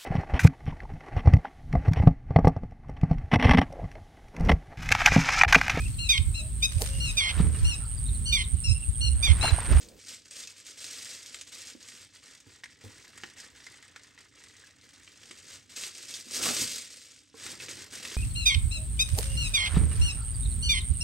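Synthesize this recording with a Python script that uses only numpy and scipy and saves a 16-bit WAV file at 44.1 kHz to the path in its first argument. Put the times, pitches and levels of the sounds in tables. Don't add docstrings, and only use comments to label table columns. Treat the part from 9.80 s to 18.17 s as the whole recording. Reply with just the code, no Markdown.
import sys
import numpy as np
from scipy import signal
from scipy.fft import rfft, irfft, next_fast_len
from scipy.io import wavfile
from scipy.ndimage import uniform_filter1d

SR = 44100
rng = np.random.default_rng(int(sys.argv[2]) if len(sys.argv) > 2 else 0)


def put_to_file(sound):
    columns = np.atleast_2d(sound).T
    safe = np.clip(columns, -1, 1)
    whole_steps = np.round(safe * 32767)
    wavfile.write(sys.argv[1], SR, whole_steps.astype(np.int16))


N = 369023
TIME = np.arange(N) / SR
ORDINARY_DB = -53


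def gain_of(db):
    return 10 ** (np.asarray(db) / 20)


def unit_rms(x):
    return x / np.sqrt(np.mean(x ** 2) + 1e-20)


def unit_energy(x):
    return x / (np.linalg.norm(x) + 1e-12)


def at_hz(points, hz):
    f, value = np.transpose(points)
    return np.interp(np.log(hz + 1), np.log(f + 1), value)


def follow(rows):
    s, *columns = np.transpose(rows)
    return [np.interp(TIME, s, column) for column in columns]


def gated_gains(rows):
    return [gain_of(db) * (TIME >= rows[0][0]) * (TIME <= rows[-1][0]) for db in follow(rows)]


def add(mix, s, sound):
    part = mix[max(round(s * SR), 0):][:len(sound)]
    part += sound[:len(part)]


def colour(spectrum, size=4096):
    log_gain = np.log(gain_of(at_hz(spectrum, abs(np.fft.fftfreq(size, 1 / SR)))))
    response = np.exp(np.conj(signal.hilbert(log_gain)))
    return unit_energy(np.fft.ifft(response).real[:size // 2])


def noise(spectrum):
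    return unit_rms(signal.oaconvolve(rng.standard_normal(N), colour(spectrum))[:N])


def buckle(body, ring_s, uneven_db, rise_s, tick=0.85, size=2048):
    t = np.arange(size) / SR
    scatter = rng.standard_normal(size) * np.exp(-t / ring_s) * (1 - np.exp(-t / rise_s))
    wave = unit_energy(scatter) + tick * rng.choice([-1, 1]) * (t == 0)
    hz = np.geomspace(200, 16000, 30)
    resonances = colour(np.c_[hz, uneven_db * rng.standard_normal(len(hz))], size=512)
    return unit_energy(signal.fftconvolve(signal.fftconvolve(wave, resonances), body)[:size])


def shower(spectrum, per_s, spread_db, ring_s, uneven_db, steady_s, tick=0.85, facets=48):
    chance, size_draw, facet = rng.random(N), rng.exponential(1, N), rng.integers(0, facets, N)
    body, out = colour(spectrum), np.zeros(N)
    rings = [buckle(body, ring_s, uneven_db, rise_s=0.00088, tick=tick) for _ in range(facets)]
    onsets = np.flatnonzero(chance < per_s / SR)
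    sizes = gain_of(spread_db * np.minimum(size_draw[onsets], 4.5))
    for i, size in zip(onsets, sizes):
        add(out, i / SR, size * rings[facet[i]])
    width = int(steady_s * SR)
    power = uniform_filter1d(uniform_filter1d(out ** 2, width), width)
    return out / np.sqrt(abs(power) + 1e-3 * np.median(power) + 1e-12)


# f/Hz, t60/s
ROOM_T60 = [(150, 0.24), (1000, 0.31), (4000, 0.67), (9000, 0.21), (15000, 0.46)]

def workshop(x, wet_db, wall_db, wall_s):
    t = np.arange(SR // 2) / SR
    tail_noise, wall_noise = rng.standard_normal((2, len(t)))
    hz, age_s, bins = signal.stft(tail_noise * (1 - np.exp(-t / 0.0012)), SR, nperseg=256)
    decay = gain_of(-60 * age_s / at_hz(ROOM_T60, hz)[:, None])
    tail = signal.istft(bins * decay, SR, nperseg=256)[1][:len(t)]
    wall = wall_noise * (t > wall_s) * np.exp(-abs(t - wall_s) / 0.0025)
    response = gain_of(wet_db) * unit_energy(tail) + gain_of(wall_db) * unit_energy(wall)
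    return x + signal.oaconvolve(x, response)[:N]


# f/Hz, left lead/rad
PORT_PHASE = [(60, 0), (250, -.3), (500, -.8), (900, -.8), (1600, 0), (2400, 0), (3100, -.65), (5400, -.45),
              (6600, 0), (7600, -.7), (8400, -.75), (9200, 1.1), (10550, 3.1), (11850, 6.3), (12400, 6.3),
              (13900, 9.4), (15250, 12.6)]
# f/Hz, left minus right/dB
PORT_BALANCE = [(100, 1), (200, -4), (400, -2), (1300, -2.5), (2400, 0)]
# f/Hz, level/dB
PORT_SCATTER = [(60, -19), (250, -10), (620, -6), (1400, -12), (5000, -17), (14000, -18)]

def ports(x):
    size = next_fast_len(N + SR // 4)
    hz, t = np.fft.rfftfreq(size, 1 / SR), np.arange(SR // 8) / SR
    burst = unit_energy(rng.standard_normal(len(t)) * np.exp(-t / 0.018))
    scatter = rfft(burst, size) * gain_of(at_hz(PORT_SCATTER, hz))
    lean = gain_of(at_hz(PORT_BALANCE, hz) / 2) * np.exp(0.5j * at_hz(PORT_PHASE, hz))
    left_right = np.array([(1 + scatter) * lean, (1 - scatter) / lean])
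    return irfft(rfft(x, size) * left_right, size)[:, :N]


# f/Hz, level/dB
ROOM_AIR = [(20, -45), (40, -9), (65, 7.5), (180, -5), (290, 15.5), (450, -18), (800, -37), (1500, -26),
            (6000, -39), (11000, -62)]

def still_air():
    return gain_of(-75.5) * noise(ROOM_AIR)


# f/Hz, level/dB
RUSH = [(18, -17), (60, 5.5), (110, -9), (200, -5.5), (330, -6.5), (580, -7), (720, -16), (900, -22.5),
        (3000, -28.5)]

def rush(stop_s=0.202):
    return gain_of(-56.5) * noise(RUSH) * np.clip((stop_s - TIME) / 0.014, 0, 1)


# f/Hz, relative level/dB, t60/s
ROLL_MODES = [(296, -6, .11), (452, -1.5, 0.11), (790, -8, .04), (1060, -4, 0.037), (1380, -8, .03)]

def roll_knock(at_s=7.5425):
    out, t = np.zeros(N), np.arange(SR // 5) / SR
    modes = [gain_of(db - 60 * t / t60) * np.sin(2 * np.pi * hz * t) for hz, db, t60 in ROLL_MODES]
    add(out, at_s, sum(modes))
    return gain_of(-48) * out


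# f/Hz, level/dB
FLUTTER = [(60, -25), (150, -10.5), (240, 5.5), (350, 1.5), (460, -2), (560, -8), (720, -12.5),
           (1100, -16.5), (2500, -27)]
AIR_PUSH = [(20, -30), (38, -20), (58, 3), (100, 5), (140, 0.5), (250, -18), (600, -74)]
# t/s, gain/dB
ARM_SWING = [(0, -3), (2.6, -2.5), (3.07, 4.5), (3.8, 0), (5.9, 1), (7.45, -6), (7.7, 7), (8.37, 6)]
# t/s, flutter level/dB, push level/dB
BILLOW = [(6.44, -77, -84), (6.47, -65.5, -75), (6.7, -39, -50), (6.748, -52, -67), (6.828, -44.5, -44.5),
          (6.874, -75, -63), (6.944, -60, -66), (7.11, -89, -83)]

def loose_sheet(work_db):
    effort_db = work_db - ORDINARY_DB
    swing_db = follow(ARM_SWING)[0]
    billow, gust = gated_gains(BILLOW)
    flaps = shower(FLUTTER, per_s=240, spread_db=4, ring_s=0.0033, uneven_db=5.5, steady_s=0.056,
                   tick=0.32)
    flutter_gain = np.hypot(gain_of(-69 + 0.54 * effort_db + swing_db), billow)
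    push_gain = np.hypot(gain_of(-70 + 0.14 * effort_db + swing_db), gust)
    return flaps * flutter_gain + noise(AIR_PUSH) * push_gain


# t/s, relative level/dB, f/Hz
BUMPS = [(1.949, -39.5, 327), (2.137, -48.5, 237), (2.665, -47, 105), (3.038, -39.5, 102),
         (3.058, -43, 102), (3.434, -37, 337), (3.719, -53.5, 66.7), (5.507, -43, 353), (6.468, -43, 250),
         (6.818, -42, 75.4)]

def bumps(rise_s=0.0014, decay_cycles=2.37):
    out, t = np.zeros(N), np.arange(SR // 5) / SR
    for s, db, hz in BUMPS:
        rub = unit_rms(signal.fftconvolve(rng.standard_normal(len(t)), colour(FLUTTER), "same"))
        envelope = (1 - np.exp(-t / rise_s)) * np.exp(-t * hz / decay_cycles)
        thud = (np.sin(2 * np.pi * hz * t) + 0.41 * rub) * envelope
        add(out, s, gain_of(db - 3.5) * thud)
    return out


# t/s, level/dB
PEEL_LEVEL = [(6.52, -68), (6.58, -48.5), (6.68, -38), (6.75, -50.5), (6.82, -53), (6.9, -88)]
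# f/Hz, level/dB
PEEL_RATTLE = [(100, -9.5), (550, -0.5), (800, -9.5), (1300, 2.5), (2600, -18), (9000, -48)]

def peeling():
    slips = shower(PEEL_RATTLE, per_s=1000, spread_db=3.5, ring_s=0.0024, uneven_db=5, steady_s=0.061,
                   facets=16)
    return slips * gated_gains(PEEL_LEVEL)[0]


# t/s, rise/s, hold/s, level/dB
SQUEEZES = [(0, 0.016, 0.001, -47.5), (0.147, 0.065, 0.043, -53.0), (0.25, 0.035, 0.051, -43.5),
            (0.447, 0.0075, 0.002, -52), (0.504, 0.0054, 0.097, -49), (0.542, 0.027, 0.065, -44),
            (0.679, 0.015, 0.013, -50.5), (0.743, 0.021, 0.051, -52.5), (0.84, 0.037, 0.029, -46.5),
            (0.938, 0.082, 0.326, -43), (1.361, 0.006, 0.24, -49.5), (1.665, 0.0037, 0.0088, -49.0),
            (1.712, 0.012, 0.18, -46.0), (1.996, 0.0068, 0.23, -51.5), (2.321, 0.027, 0.018, -54.5),
            (2.418, 0.017, 0.12, -54.5), (2.626, 0.09, 0.042, -58.0), (2.867, 0.043, 0.017, -61),
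            (3.001, 0.012, 0.27, -56.5), (3.313, 0.028, 0.17, -56), (3.557, 0.014, 0.077, -51.0),
            (3.745, 0.0068, 0.22, -56.5), (4.009, 0.0098, 0.069, -59.5), (4.142, 0.009, 0.13, -62),
            (4.367, 0.012, 0.043, -58.5), (4.551, 0.0048, 0.33, -59), (4.975, 0.055, 0.076, -60.5),
            (5.129, 0.004, 0.27, -59), (5.4, 0.027, 0.248, -55.0), (5.653, 0.053, 0.045, -47.5),
            (5.89, 0.0072, 0.048, -51.5), (5.953, 0.015, 0.1, -39.5), (6.116, 0.042, 0.099, -46.0),
            (6.266, 0.03, 0.096, -42), (7.536, 0.11, 0.086, -43), (7.782, 0.029, 0.027, -42.5),
            (7.882, 0.0083, 0.02, -42), (7.918, 0.048, 0.072, -46.5), (8.097, 0.042, 0.045, -42.5),
            (8.22, 0.0099, 0.12, -42.5)]
# t/s, relative level/dB
PULL = [(6.44, -54), (6.478, -49.5), (6.56, -32), (6.614, -37), (6.634, -29), (6.698, -30), (6.724, -34.5),
        (6.818, -30), (6.866, -36.5), (6.972, -38), (7.098, -52.5), (7.104, -48.5), (7.378, -57.5),
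        (7.52, -79.5)]

def handwork(held_db=-66, pull_gain_db=1, release_s=0.037):
    pull = gain_of(pull_gain_db) * gated_gains(PULL)[0]
    power = gain_of(held_db) ** 2 + pull ** 2
    for start_s, rise_s, hold_s, db in SQUEEZES:
        age_s = TIME - start_s
        build = np.clip(age_s / rise_s, 0, 1)
        settle = np.exp(-np.clip(age_s - rise_s - hold_s, 0, 1) / release_s)
        power += (gain_of(db) * build * settle) ** 2
    return 10 * np.log10(power)


# t/s, fold (0 loose sheet, 1 hollow wad)
FOLD = [(0, 0.051), (2.1, 0.31), (2.9, 0.6), (4.4, 0.75), (5.3, 0.45), (5.8, 0.35), (6.5, 0.033),
        (7.45, 0.05), (7.62, 0.52), (8.37, 0.42)]
# f/Hz, level/dB
CREASE = [(400, -35.5), (1000, -33.5), (1800, -10), (3000, -4.5), (4700, 0.5), (6000, 2), (7000, 1),
          (8200, 1.5), (9200, -4.5), (10200, -10.5), (11600, -14.5), (13000, -21), (15800, -26.5)]
LOOSE_FACET = [(250, -22.5), (500, -4.5), (850, -19.5), (1200, -8), (1700, -4.5), (2200, -0.5), (2700, 0),
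               (3400, -2.5), (6000, -13.5), (12000, -60)]
WAD_FACET = [(250, -19), (600, -18), (1000, -11.5), (1400, -7), (1750, -1), (2050, -0.5), (2450, -10.5),
             (3400, -9.5), (6000, -19), (12000, -40)]

def crumpling(work_db):
    fold = follow(FOLD)[0]
    effort_db = work_db - ORDINARY_DB
    pace = gain_of(0.45 * effort_db - 7 * fold)
    creases = shower(CREASE, 1300 * pace, spread_db=4, ring_s=0.0055, uneven_db=3.5, steady_s=0.052)
    treble = signal.oaconvolve(creases, signal.firwin(31, 10000, pass_zero=False, fs=SR), "same")
    creases += treble * (gain_of(0.3 * effort_db - 0.5) - 1)
    loose = shower(LOOSE_FACET, 550 * pace, spread_db=3, ring_s=0.0031, uneven_db=4, steady_s=0.032,
                   tick=0.72)
    hollow = shower(WAD_FACET, 480 * pace, spread_db=2, ring_s=0.0049, uneven_db=4.5, steady_s=0.05,
                    tick=0.69)
    facets = loose * np.sqrt(1 - fold) + hollow * np.sqrt(fold)
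    facet_gain_db = -10 + 11 * fold - 0.18 * effort_db
    return creases * gain_of(work_db - 1) + facets * gain_of(work_db + facet_gain_db)


# t/s, relative crack level/dB, relative pop level/dB
SNAPS = [(0.087, -39, -76), (0.5106, -31.5, -55), (0.6376, -42, -65), (0.6734, -29.5, -72),
         (0.8668, -32.5, -64), (1.0435, -27, -50), (1.4615, -32, -60), (1.5449, -28.5, -41.5),
         (1.613, -28, -50), (1.879, -52, -62), (2.0874, -34.5, -50), (2.119, -41, -52), (2.603, -41, -64),
         (2.8365, -47, -41), (2.8405, -35, -43.5), (2.858, -43, -47), (3.3773, -35.5, -47),
         (3.436, -39, -36.5), (3.6018, -31.5, -53), (3.8665, -35, -50), (4.0264, -45, -53.5),
         (4.1613, -41, -43), (4.2347, -40.5, -62), (4.3777, -60, -52), (4.6385, -39, -55),
         (4.796, -47, -64), (5.277, -55, -48.5), (5.434, -43, -54), (5.5106, -34, -44), (5.588, -38.5, -59),
         (5.964, -27.5, -59), (6.0369, -25.5, -40.5), (6.1537, -35, -57), (6.34, -24, -66),
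         (6.6887, -22, -30), (6.767, -19, -40), (6.811, -17.5, -48), (7.5995, -40, -51), (7.665, -30, -42),
         (7.8019, -53, -40), (7.884, -36, -41), (7.9123, -28, -47), (8.227, -37, -46), (8.251, -28, -37),
         (8.3153, -49, -42), (8.3451, -32, -46)]
# t/s, relative level/dB, f/Hz
PINGS = [(0.6379, -32, 3620), (0.6754, -34, 2600), (3.8691, -31.5, 2070), (4.8389, -40, 1680)]

def snaps():
    out, t = np.zeros(N), np.arange(SR // 10) / SR
    crease, loose, hollow = colour(CREASE), colour(LOOSE_FACET), colour(WAD_FACET)
    fold = follow(FOLD)[0]
    for s, crack_db, pop_db in SNAPS:
        run_s = 0.0054 * gain_of(0.25 * (crack_db + 45))
        crack = buckle(crease, run_s, uneven_db=4, rise_s=0.0015)
        facet = hollow if fold[round(s * SR)] > 0.5 else loose
        pop = buckle(facet, ring_s=0.0046, uneven_db=2, rise_s=0.0008)
        add(out, s, gain_of(crack_db + 13.5) * crack + gain_of(pop_db + 24.5) * pop)
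    for s, db, hz in PINGS:
        add(out, s, gain_of(db - 6.5) * np.sin(2 * np.pi * hz * t) * np.exp(-t / 0.0058))
    return out


def scene():
    work_db = handwork()
    foil = crumpling(work_db) + snaps() + peeling()
    foil = workshop(foil, wet_db=-13.5, wall_db=-18.5, wall_s=0.016)
    low = loose_sheet(work_db) + bumps() + roll_knock()
    low = workshop(low, wet_db=-5, wall_db=-14.5, wall_s=0.019)
    low = signal.sosfilt(signal.butter(4, 48, "highpass", fs=SR, output="sos"), low)
    return ports(foil + low + rush() + still_air())


def record(dry, cutoff_hz=15900):
    lowpass = signal.firwin(511, cutoff_hz, window=("kaiser", 9), fs=SR)
    return signal.oaconvolve(dry, lowpass[None], "same")


dry = scene()
out = record(dry)
put_to_file(out)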